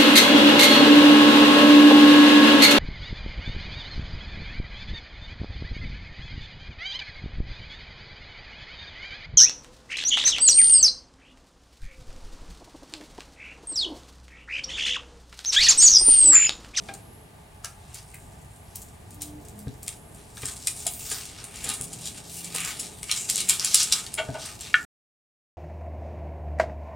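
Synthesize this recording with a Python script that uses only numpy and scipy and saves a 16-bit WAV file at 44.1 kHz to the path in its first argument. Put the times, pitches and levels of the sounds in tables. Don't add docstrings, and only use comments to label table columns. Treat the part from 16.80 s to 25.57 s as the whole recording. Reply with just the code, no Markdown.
import sys
import numpy as np
from scipy import signal
from scipy.fft import rfft, irfft, next_fast_len
from scipy.io import wavfile
from scipy.ndimage import uniform_filter1d

SR = 44100
rng = np.random.default_rng(int(sys.argv[2]) if len(sys.argv) > 2 else 0)


def store_pcm(level_fs):
    pcm = np.round(np.clip(level_fs, -1, 1) * 32767).astype(np.int16)
    wavfile.write(sys.argv[1], SR, np.atleast_2d(pcm).T)


N = 386757

# (frequency [Hz], relative level [dB per Hz])
NOISE_COLOUR = [(12, -52), (20, -15), (59, -1), (132, -1), (224, -8), (425, -14.5), (516, -18.5),
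                (851, -16.5), (1190, -23), (1330, -26.5), (1570, -23), (3920, -30.5), (5950, -34.5),
                (9810, -29), (15300, -41)]
# (frequency [Hz], side minus mid [dB])
NOISE_WIDTH = [(25, -47.5), (100, -18.5), (300, -5), (700, -1.5), (3000, 0), (9000, -10.5), (13000, -47)]
# (frequency [Hz], width [Hz], lift [dB])
NOISE_RESONANCES = [(134, 18, -1.5), (423, 50, 6.5), (687, 190, 6), (860, 58, 5), (1190, 30, 9)]
# (time [s], deep gain [dB], middle gain [dB])
RUMBLE_GAINS = [(0, 0, 5), (.7, 1.5, -7), (1.8, 2.5, -4), (2.6, 4, 1.5), (3.4, 3, -1), (4.2, 4, -0.5),
                (5.2, 0, 3), (8, 1.5, 2.5)]
# (start [s], end [s], centre frequency [Hz], top level before wavering [dB])
LOW_HUMS = [(2.3, 2.63, 299.4, -45), (2.63, 2.916, 207.5, -46), (4.795, 4.963, 215, -50.5),
            (4.93, 5.305, 163.8, -50.5), (5.394, 5.876, 170.3, -48.5), (6.445, 6.77, 185.3, -52.5)]
# (start [s], end [s], frequency [Hz], width [Hz], level [dB])
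HIGH_BUZZES = [(0.147, 0.47, 11100, 700, -61), (1.7, 2.0, 11000, 930, -64), (3.1, 3.45, 11000, 800, -61.5)]
# (frequency [Hz], time to fall 60 dB [s], level [dB], share that differs left and right)
ROOM_TAIL = [(307, 0.33, -1.5, 0.47), (970, 0.28, 0.5, .4), (3020, 0.16, 2, .4), (6700, 0.14, -3.5, .9),
             (13000, 0.29, 4.5, 0.071)]
# (frequency [Hz], width [Hz], level [dB])
TIN_MODES = [(450, 80, -8), (640, 55, 0), (850, 120, -4), (1150, 150, -7), (1464, 45, -1), (1760, 22, -4.5),
             (1850, 140, -4), (2200, 500, 2), (2720, 250, -2), (3200, 60, -2), (3600, 400, -12),
             (7250, 300, -8)]
# (time [s], peak [dB], brightest frequency [Hz], contact [ms], fall [dB per octave])
TIN_DRAGS = [(7.372, -15.5, 750, 20, 1), (7.46, -31, 500, 40, 10), (7.535, -25, 750, 26, 9)]
# (time [s], peak [dB], brightest frequency [Hz], contact [ms], fall [dB per octave])
TIN_CLACK = [(7.9418, 1.5, 1800, .3, 11)]
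# (frequency [Hz], width [Hz], level [dB])
TABLE_MODES = [(90.2, 41, -5.5), (126.8, 20, -3), (260, 37, -4), (435, 64, 1.5), (696, 55, -4),
               (773, 29, -3.5), (970, 96, -8.5), (1348, 250, -3), (1607, 68, -3), (2116, 180, -2.5),
               (2437, 140, -0.5), (3200, 660, -0.5)]
# (time [s], peak [dB], brightest frequency [Hz], contact [ms], fall [dB per octave])
TABLE_KNOCKS = [(0.085, -23.5, 814, 13.5, 3.5), (0.838, -32.5, 1390, 23, 12.5), (1.335, -40, 2080, 19, 30),
                (2.868, -21.5, 120, 2.7, 4.5), (3.079, -31, 2400, 2.1, 15), (3.571, -38, 1300, 9, 25),
                (3.63, -23.5, 200, 3.9, -0.5), (3.87, -27.5, 2550, 8.7, 30), (4.062, -29, 670, 4.5, 46),
                (4.31, -25.5, 108, 9.5, -2.5), (4.829, -31.5, 300, 54, 0.5), (5.0, -31.5, 120, 4.4, 2.5),
                (5.745, -29.5, 970, 5.8, 7), (7.486, -22.5, 130, 1.3, 2.5)]
# (start [s], end [s], frequency [Hz], width [Hz], level before wavering [dB])
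SKIN_SLIDE = (4.06, 4.42, 14300, 2500, -47)
# (time [s], level [dB], brightness [dB per octave])
GRIP_RUSTLE = [(0, -56.5, 0), (.6, -74, 3), (1.4, -59.5, 5.5), (2.4, -65.5, 6.5), (3.53, -66, 17),
               (3.57, -46.5, 2), (4.2, -45.5, 4.5), (4.6, -49.5, -1.5), (5.5, -52, 3), (6.2, -46, 2.5),
               (7, -35, 2), (7.31, -53, -3.5), (8.05, -47, 3)]
# (loudest time [s], level [dB], brightness [dB per octave])
FINGER_STROKES = [(1.16, -47.5, 0), (3.39, -52, -2), (3.682, -36.5, 0.8), (4.01, -42, 5),
                  (4.31, -34.5, 0.5), (4.41, -41, 2), (4.79, -43, 1), (4.899, -34, -0.1),
                  (5.27, -39.5, 1.5), (5.38, -44, 0.5), (5.57, -37, 7), (5.79, -34, -2), (5.88, -30, 0),
                  (6.02, -40.5, -1), (6.36, -34.5, 1.5), (6.59, -33.5, 2), (6.9, -39, 2.5), (7.0, -28.5, 0),
                  (7.2, -39.5, -2), (7.64, -40, -1.3), (7.86, -44.5, -2.2)]
# (frequency [Hz], width [Hz], level [dB])
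PLASTIC_MODES = [(1500, 1200, -6), (2480, 980, -3), (3770, 1500, -2.5), (5400, 2600, 2.5), (7470, 1500, 1),
                 (8683, 1300, -0.5), (9440, 840, -6), (11700, 2500, -10.5), (14200, 2500, -12.5)]
# (time [s], peak [dB], brightest frequency [Hz], contact [ms])
PLASTIC_TICKS = [(0.0855, -30.5, 1990, 2.5), (0.1373, -26, 7200, 3.1), (0.845, -19.5, 5040, 2.4),
                 (1.1416, -24.5, 8800, 6.6), (1.3432, -30.5, 9600, 2.1), (1.956, -22.5, 10300, 3.3),
                 (2.0165, -31, 9350, 4.9), (2.3052, -35, 8700, 4.1), (2.3441, -35, 11000, 1.5),
                 (2.4185, -18, 9500, 2.5), (2.6508, -33.5, 8700, 2.2), (2.6837, -33, 8840, 2.3),
                 (2.79, -30.5, 11600, 1.5), (2.881, -37, 4000, 1.7), (3.0294, -23.5, 9800, 2.35),
                 (3.0636, -31, 6600, 1.6), (3.0795, -14, 7740, 1.5), (3.345, -38, 8580, 4.1),
                 (3.5687, -29, 4100, 4.1), (3.6223, -30, 3520, 4.6), (3.6546, -15, 7000, 2.7),
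                 (3.765, -25, 6900, 3.4), (3.8704, -9, 6960, 3.1), (4.0653, -10.5, 7250, 4.5),
                 (4.136, -22, 9800, 2.5), (4.194, -27.5, 11700, 2.5), (4.2993, -20, 8800, 3.6),
                 (4.3135, -16.5, 7450, 7), (4.4533, -25, 8050, 2), (4.641, -22, 8460, 1.83),
                 (4.7586, -25, 7730, 1.6), (4.8404, -18.5, 7700, 4.7), (4.8895, -16.5, 8800, 2.3),
                 (4.936, -19, 9290, 4.8), (5.0117, -14.5, 9850, 0.77), (5.04, -23, 9600, 2.9),
                 (5.1304, -22.5, 8250, 3.4), (5.21, -30, 9500, 2.8), (5.254, -23, 6900, 4.5),
                 (5.643, -23.5, 7570, 4.3), (5.746, -16.5, 9200, 5.1), (5.8032, -18, 8600, 2.1),
                 (5.847, -14.5, 6440, 3), (5.992, -19.5, 7060, 10.6), (6.2921, -21.5, 2570, 4.9),
                 (6.313, -7.5, 4260, 2.3), (6.4885, -18, 4970, 5), (6.4969, -7, 7050, 3.5),
                 (6.5573, -7, 7750, 0.99), (6.578, -14, 7500, 2.5), (6.6048, -13, 8800, 1.5),
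                 (6.6884, -10, 7400, 3.1), (6.6951, -0.5, 7150, 1.78), (6.796, -10, 5360, 1.37),
                 (6.8463, -3.5, 6800, 2), (6.9432, 0, 6830, 3.2), (7.0296, -10.5, 7550, 3.2),
                 (7.1216, -2.5, 5250, 4.9), (7.2644, -24, 3720, 1.2), (7.3398, -15, 9800, 2.1),
                 (7.545, -35, 2190, 2), (7.657, -27, 6800, 4.1), (7.808, -24, 8450, 1.7)]

FLOOR_DB = -47.5
WHINE_HZ, WHINE_DB = 9752, -72
BUZZ_HZ = 112
WALL_S, WALL_DB = .0100, -6
NEAR_PAN_DB = 1.2
KNOCK_ROOM_DB, TIN_ROOM_DB = -6, -7
STROKE_RISE_DB_S, STROKE_FALL_DB_S = 129.5, 151.5
TRAIL_DB, TRAIL_RISE_DB_S, TRAIL_FALL_DB_S = -26, 1199, 218
TRAIL_COLOUR = 3
SNAP_DB, SNAP_MS = -7, 0.36
CAP_UNTIL_S, CAP_TOP_DB = 3.5, 13
END_S = 8.051
TOP_HZ = 15900


def undb(db):
    return 10 ** (np.asarray(db) / 20)


def unit(x):
    return x / np.sqrt(np.mean(x ** 2))


def band(x, hz, width):
    return signal.lfilter(*signal.iirpeak(min(hz, .45 * SR), hz / width, fs=SR), x)


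def mode(x, hz, width):
    skirt_width = np.clip(3 * width, hz / 3, hz)
    return band(band(x, hz, width), hz, skirt_width) * np.sqrt(1000 / width)


def walk(rate):
    hold = int(SR / rate)
    steps = np.repeat(rng.standard_normal(N // hold + 1), hold)
    smooth = uniform_filter1d(uniform_filter1d(steps, hold), hold)
    return 1.01 * smooth[:N]


def curves(table):
    s, *columns = np.transpose(table)
    return [np.interp(np.arange(N) / SR, s, column) for column in columns]


def swell(start, end, rise):
    full = start + rise * (end - start)
    return np.interp(np.arange(N) / SR, [start, full, end - .03, end], [0, 1, 1, 0])


def lean(hz, bright_hz, fall_db):
    return undb(-fall_db * np.abs(np.log2(hz / bright_hz)))


def hits(s, peak_db, bright_hz, contact_ms, fall_db, modes, smooth, size, rise=.3, grain_db=2.5):
    contacts = np.arange(size) / SR * 1000 / np.maximum(contact_ms, .2)[:, None]
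    grains = undb(grain_db * rng.exponential(size=(len(s), size // 16))).repeat(16, axis=1)
    shape = np.minimum(contacts / rise, 1) * np.exp(-np.maximum(contacts - rise, 0))
    push = (smooth + rng.standard_normal((len(s), size)) * grains) * shape
    ring = 0
    for hz, width, db in modes:
        ring = ring + mode(push, hz, width) * undb(db) * lean(hz, bright_hz, fall_db)[:, None]
    ring *= (undb(peak_db) / np.abs(ring).max(axis=1))[:, None]
    out = np.zeros(N + size)
    for start, wave in zip((s * SR).astype(int), ring):
        out[start:start + size] += wave
    return out[:N]


def on_log(table, hz):
    table_hz, db = np.transpose(table)
    return np.interp(np.log(hz), np.log(table_hz), db)


def floor():
    size = next_fast_len(N)
    hz = np.maximum(np.arange(size // 2 + 1) * SR / size, 1)
    db = on_log(NOISE_COLOUR, hz)
    for centre, width, lift in NOISE_RESONANCES:
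        db = db + lift / (1 + (2 * (hz - centre) / width) ** 2)
    mid, side = (rfft(rng.standard_normal(size)) * undb(db) for _ in range(2))
    both = mid + side * undb(on_log(NOISE_WIDTH, hz)) * np.array([[1], [-1]])
    under_160, under_600 = 1 / (1 + (hz / 160) ** 4), 1 / (1 + (hz / 600) ** 4)
    shares = (under_160, under_600 - under_160, 1 - under_600)
    deep, middle, hiss = (irfft(both * share, size)[:, :N] for share in shares)
    scale = undb(FLOOR_DB) / np.std(deep + middle + hiss)
    deep_db, middle_db = curves(RUMBLE_GAINS)
    deep = deep * undb(deep_db + 1.3 * walk(7.4))
    middle = middle * undb(middle_db + 1.6 * walk(9.2))
    return scale * (deep + middle + hiss)


def whine():
    phase = 2 * np.pi * WHINE_HZ * np.arange(N) / SR + 1.5 * walk(40)
    return undb(WHINE_DB + 1.5 * walk(8.1)) * np.sqrt(2) * np.sin(phase)


def hums():
    out = np.zeros(N)
    for start, end, hz, db in LOW_HUMS:
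        phase = 2 * np.pi * np.cumsum(hz * (1 + 0.00648 * walk(10))) / SR
        level = undb(db + 1.7 * walk(13)) * swell(start, end, rise=0.53)
        out += level * np.sqrt(2) * np.sin(phase)
    return out


def buzzes():
    turns = np.arange(N) / SR * BUZZ_HZ % 1
    pulses = np.exp(-turns / 0.82) * rng.standard_normal(N)
    out = np.zeros(N)
    for start, end, hz, width, db in HIGH_BUZZES:
        tone = unit(band(band(pulses, hz, width), hz, width))
        out += undb(db) * swell(start, end, rise=0.27) * tone
    return out


def room(x):
    t = np.arange(SR // 2) / SR
    echo = np.zeros((2, len(t)))
    for hz, t60, db, share in ROOM_TAIL:
        mid, side = (unit(mode(rng.standard_normal(len(t)), hz, hz)) for _ in range(2))
        fade = undb(db - 60 * t / t60) / np.sqrt(t60 * SR)
        echo += fade * (mid + share * side * np.array([[1], [-1]]))
    echo *= np.clip((t - .002) / 0.0018, 0, 1)
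    slap = band(np.eye(1, 64)[0], 8000., 7400.0)
    start = int(WALL_S * SR)
    echo[:, start:start + len(slap)] += undb(WALL_DB) * slap
    return signal.fftconvolve(x[None], echo, axes=1)[:, :N]


def knocks():
    return hits(*np.transpose(TABLE_KNOCKS), TABLE_MODES, smooth=0.92, size=8192)


def tin_drags():
    held = [m for m in TIN_MODES if not 1700 < m[0] < 1900]
    return hits(*np.transpose(TIN_DRAGS), held, smooth=0, size=8192, rise=.7, grain_db=1)


def tin_clack():
    high = [m for m in TIN_MODES if m[0] > 1300]
    clack = hits(*np.transpose(TIN_CLACK), high, smooth=8, size=8192)
    return signal.sosfilt(signal.butter(6, 1330, "high", fs=SR, output="sos"), clack)


def slide():
    start, end, hz, width, db = SKIN_SLIDE
    hiss = unit(mode(rng.standard_normal(N), hz, width))
    return undb(db + 3 * walk(39.6)) * swell(start, end, rise=0.16) * hiss


def friction():
    t = np.arange(N) / SR
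    db, tilt_db = curves(GRIP_RUSTLE)
    power = undb(2 * db)
    tilted = power * tilt_db
    rubs = [(s, g, tilt, STROKE_RISE_DB_S, STROKE_FALL_DB_S) for s, g, tilt in FINGER_STROKES]
    for s, peak_db, hz, _ in PLASTIC_TICKS:
        tilt = TRAIL_COLOUR * np.log2(hz / 6000)
        rubs.append((s, peak_db + TRAIL_DB, tilt, TRAIL_RISE_DB_S, TRAIL_FALL_DB_S))
    for s, top_db, tilt, rise, fall in rubs:
        near = slice(max(int((s - .5) * SR), 0), int((s + .5) * SR))
        drop_db = np.maximum(rise * (s - t[near]), fall * (t[near] - s))
        part = undb(2 * (top_db - drop_db))
        power[near] += part
        tilted[near] += part * tilt
    return 10 * np.log10(power), tilted / power


def rub():
    db, tilt_db = friction()
    slips = (rng.random(N) < 900. / SR) * undb(3.08 * rng.exponential(size=N))
    pressure = signal.lfilter([1], [1, -np.exp(-1 / (0.0012 * SR))], slips) + 0.62
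    parts = []
    for hz, width, mode_db in PLASTIC_MODES:
        ring = mode(pressure * rng.standard_normal(N), hz, width)
        parts.append((hz, ring * undb(mode_db + 4.4 * walk(14))))
    even = np.std(sum(part for _, part in parts))
    coloured = sum(part * undb(tilt_db * np.log2(hz / 7000)) for hz, part in parts)
    return coloured / even * undb(db + 2.0 * walk(45))


def ticks():
    rows = np.array(PLASTIC_TICKS)
    early = rows[:, 0] < CAP_UNTIL_S
    cap = [(hz, width, db + CAP_TOP_DB * (hz > 11000)) for hz, width, db in PLASTIC_MODES]
    out = 0
    for group, modes in ((rows[early], cap), (rows[~early], PLASTIC_MODES)):
        s, db, hz, ms = group.T
        crackle = hits(s, db, hz, ms, 17.5, modes, smooth=0, size=4096, rise=.6)
        snap_s, snap_ms = s + .3 * ms / 1000, np.full(len(s), SNAP_MS)
        snap = hits(snap_s, db + SNAP_DB, hz, snap_ms, 9.3, modes, smooth=0, size=1024)
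        out = out + crackle + snap
    return out


def scene():
    background = floor() + whine() + hums() + buzzes()
    table = knocks()
    metal = tin_drags() + tin_clack()
    plastic = slide() + rub() + ticks()
    near = (plastic + table + metal) * undb([[NEAR_PAN_DB / 2], [-NEAR_PAN_DB / 2]])
    into_room = plastic + undb(KNOCK_ROOM_DB) * table + undb(TIN_ROOM_DB) * metal
    return near + room(into_room) + background


def record(dry):
    on = np.clip((END_S - np.arange(N) / SR) / .002, 0, 1)
    top_cut = signal.ellip(10, .2, 95, TOP_HZ, fs=SR, output="sos")
    return signal.sosfilt(top_cut, np.clip(dry, -.93, .93) * on)


dry = scene()
out = record(dry)
store_pcm(out)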